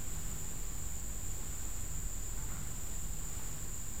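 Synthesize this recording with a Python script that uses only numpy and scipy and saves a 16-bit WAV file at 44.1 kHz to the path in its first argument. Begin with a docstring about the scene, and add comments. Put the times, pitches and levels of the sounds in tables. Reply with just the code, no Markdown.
"""In a wood, cicadas drone: their tymbal clicks drive a body resonance near 7 kHz, and foliage
scatters the sound. A monitor lizard shifts softly in the leaf litter, and far birds give faint
hoots, one of them about once a second. Beneath lie a thin high whine, an even hiss over a rumble
and a low wavering hum."""
import sys
import numpy as np
from scipy import signal
from scipy.fft import rfft, irfft
from scipy.io import wavfile

SR = 44100
rng = np.random.default_rng(int(sys.argv[2]) if len(sys.argv) > 2 else 0)


def pcm_store(signal):
    """Save signal as 16-bit PCM."""
    levels = np.round(np.clip(np.atleast_2d(signal), -1, 1) * 32767)
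    wavfile.write(sys.argv[1], SR, levels.astype(np.int16).T)


N = 176400

# Each row: body pitch in Hz, clicks per second, throbs per second, level at that pitch in dB.
NEAR_CICADAS = [(7054, 91, 20.4, -53), (7320, 80, 23, -55.5), (7660, 86, 20, -56)]
def cicada(hz, click_rate, throb_rate, db):
    """Impulse excitation: buckling tymbals ring the body at its resonance and the octave above."""
    jitter = .05 * walk(60)  # cycles
    buckles = np.diff(np.floor(cycles(click_rate) + jitter), prepend=0) > 0
    throb_db = 4 * np.sin(2 * np.pi * cycles(throb_rate))
    force = undb(throb_db + 2 * walk(60))
    clicks = scatter(buckles * force, t60_s=.3, db=6)
    body = level(ring(clicks, hz, width_hz=356), db)
    octave = level(ring(clicks, 2 * hz, width_hz=520), db - 17)
    return body + octave

# Each row: frequency in Hz, relative spectral density in dB.
CHORUS_SPECTRUM = [(6000, -34), (6500, -34), (6750, -7), (7000, 0.5), (7500, -1), (7850, -2.5),
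                   (8150, -6.5), (8450, -15), (9600, -39), (13300, -42), (13750, -12), (14250, -8),
                   (15100, -14), (15800, -30)]
def far_cicadas():
    """Incoherent summation: many distant callers merge into a flickering band of noise."""
    sizzle = level(colour(noise(), CHORUS_SPECTRUM), -50.5)
    return sizzle * undb(.25 * walk(25))

# Each row: frequency in Hz, relative response of damp leaves and twigs in dB.
LITTER_SPECTRUM = [(400, -16), (850, -4.5), (1100, -4), (1480, 2), (1750, -13), (2100, -4.5), (2600, -18),
                   (6000, -28), (12000, -40)]
# Each row: start in seconds, length in seconds, rustle level in dB, thud level in dB.
LIZARD_MOVES = [(2.354, 0.072, -56, -44.5), (2.466, 0.13, -56, -47), (2.59, 0.12, -61, -53),
                (3.4, 0.053, -59, -56)]
def lizard(t):
    """Shot noise: each move crushes many small leaves, while the damped ground thuds under it."""
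    grains_per_s, attack_s, release_s = 2500, .028, .065
    cracks = rng.random(N) < grains_per_s / SR
    grains = cracks * noise() * undb(3 * noise())
    leaves = level(colour(grains, LITTER_SPECTRUM))
    ground = level(ring(noise(), hz=135.6, width_hz=120))
    out = np.zeros(N)
    for start, length, rustle_db, thud_db in LIZARD_MOVES:
        rise = np.clip((t - start) / attack_s, 0, 1)
        fall = np.clip((start + length - t) / release_s + .5, 0, 1)
        out += rise * fall * (undb(rustle_db) * leaves + undb(thud_db) * ground)
    return out

# Each row: start in seconds, pitch in Hz, level of the direct sound in dB.
BIRD_HOOTS = [(.405, 862, -64), (.665, 1160, -67), (1.385, 874, -64), (2.39, 877, -60), (3.195, 1080, -66),
              (3.36, 872, -65)]
def far_birds(t):
    """Reverberation: the wood draws each short, pure hoot out into a fading tail."""
    hoot_s = .07
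    calls = np.zeros(N)
    for start, hz, db in BIRD_HOOTS:
        arch = np.sin(np.pi * np.clip((t - start) / hoot_s, 0, 1))
        calls += np.sqrt(2) * undb(db) * arch * np.sin(2 * np.pi * hz * t)
    return scatter(calls, t60_s=.51, db=-4)

def whine():
    """Frequency modulation: a thin, high tone wavers slightly at random."""
    hz = 8858 + 5 * walk(19)
    return level(np.sin(2 * np.pi * np.cumsum(hz) / SR), -74)

# Each row: frequency in Hz, relative spectral density in dB.
AIR_SPECTRUM = [(10, 1.5), (22, 1), (60, -2), (110, -7.5), (170, -11), (240, -15.5), (400, -19.5),
                (600, -24.5), (950, -24.5), (1500, -26.5), (2200, -29), (4500, -32), (10000, -33),
                (15300, -34), (16000, -42)]
def air():
    """Broadband noise: the hiss of air and a distant rumble swell gently together."""
    return level(colour(noise(), AIR_SPECTRUM), -45) * undb(.66 * walk(1.9))

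# Each row: centre frequency in Hz, level in dB.
HUM_BANDS = [(35.5, -47.5), (49, -50.5), (75, -54.5), (99, -57), (150.5, -56.5), (209, -68.5)]
def hum():
    """Narrowband noise: close frequencies beat within each band, so the low hum wavers."""
    return sum(level(ring(noise(), hz, width_hz=3.6), db) for hz, db in HUM_BANDS)

def ring(x, hz, width_hz):
    """Resonance: two like poles in cascade pass a steep-sided band."""
    f = np.fft.rfftfreq(N, 1 / SR)
    return irfft(rfft(x) / (1 + 2j * (f - hz) / width_hz) ** 2, N)

def scatter(x, t60_s, db):
    """Multiple scattering: leaves and trunks add dense reflections that decay exponentially."""
    tail = noise() * np.exp(-np.log(1000) * np.arange(N) / SR / t60_s)
    tail /= np.linalg.norm(tail)
    return x + undb(db) * irfft(rfft(x) * rfft(tail), N)

def colour(x, points):
    """Spectral shaping: a filter joins (Hz, dB) points along a log frequency axis."""
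    hz, db = np.array(points).T
    f = np.maximum(np.fft.rfftfreq(N, 1 / SR), 1)
    gain = undb(np.interp(np.log(f), np.log(np.sort(hz)), db))
    return irfft(rfft(x) * gain, N)

def cycles(rate):
    """Phase accumulation: a running count of cycles whose rate drifts by about 3 percent."""
    return np.cumsum(rate * (1 + .03 * walk(3))) / SR + rng.random()

def walk(rate):
    """Low-pass noise of unit rms, changing about rate times a second."""
    f = np.fft.rfftfreq(N, 1 / SR)
    return level(irfft(rfft(noise()) * np.exp(-(f / rate) ** 2) * (f > 0), N))

def noise():
    """Gaussian white noise."""
    return rng.standard_normal(N)

def level(x, db=0):
    """Normalisation to an rms level in dB."""
    return x * undb(db) / np.sqrt(np.mean(x ** 2))

def undb(db):
    """Decibels to amplitude ratio."""
    return 10 ** (np.asarray(db) / 20)

def scene():
    """Superposition: the sounds of the wood add in one channel."""
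    t = np.arange(N) / SR
    near_cicadas = sum(cicada(*row) for row in NEAR_CICADAS)
    return (near_cicadas + far_cicadas() + lizard(t) + far_birds(t) + whine() + air() + hum())[None]

def record(dry):
    """Band limiting: a steep low-pass cuts the top, and the waveform rests slightly off zero."""
    top_hz, dc_offset = 16000, .0119
    lowpass = signal.ellip(10, .2, 70, top_hz, fs=SR, output="sos")
    return signal.sosfilt(lowpass, dry) + dc_offset

dry = scene()
out = record(dry)
pcm_store(out)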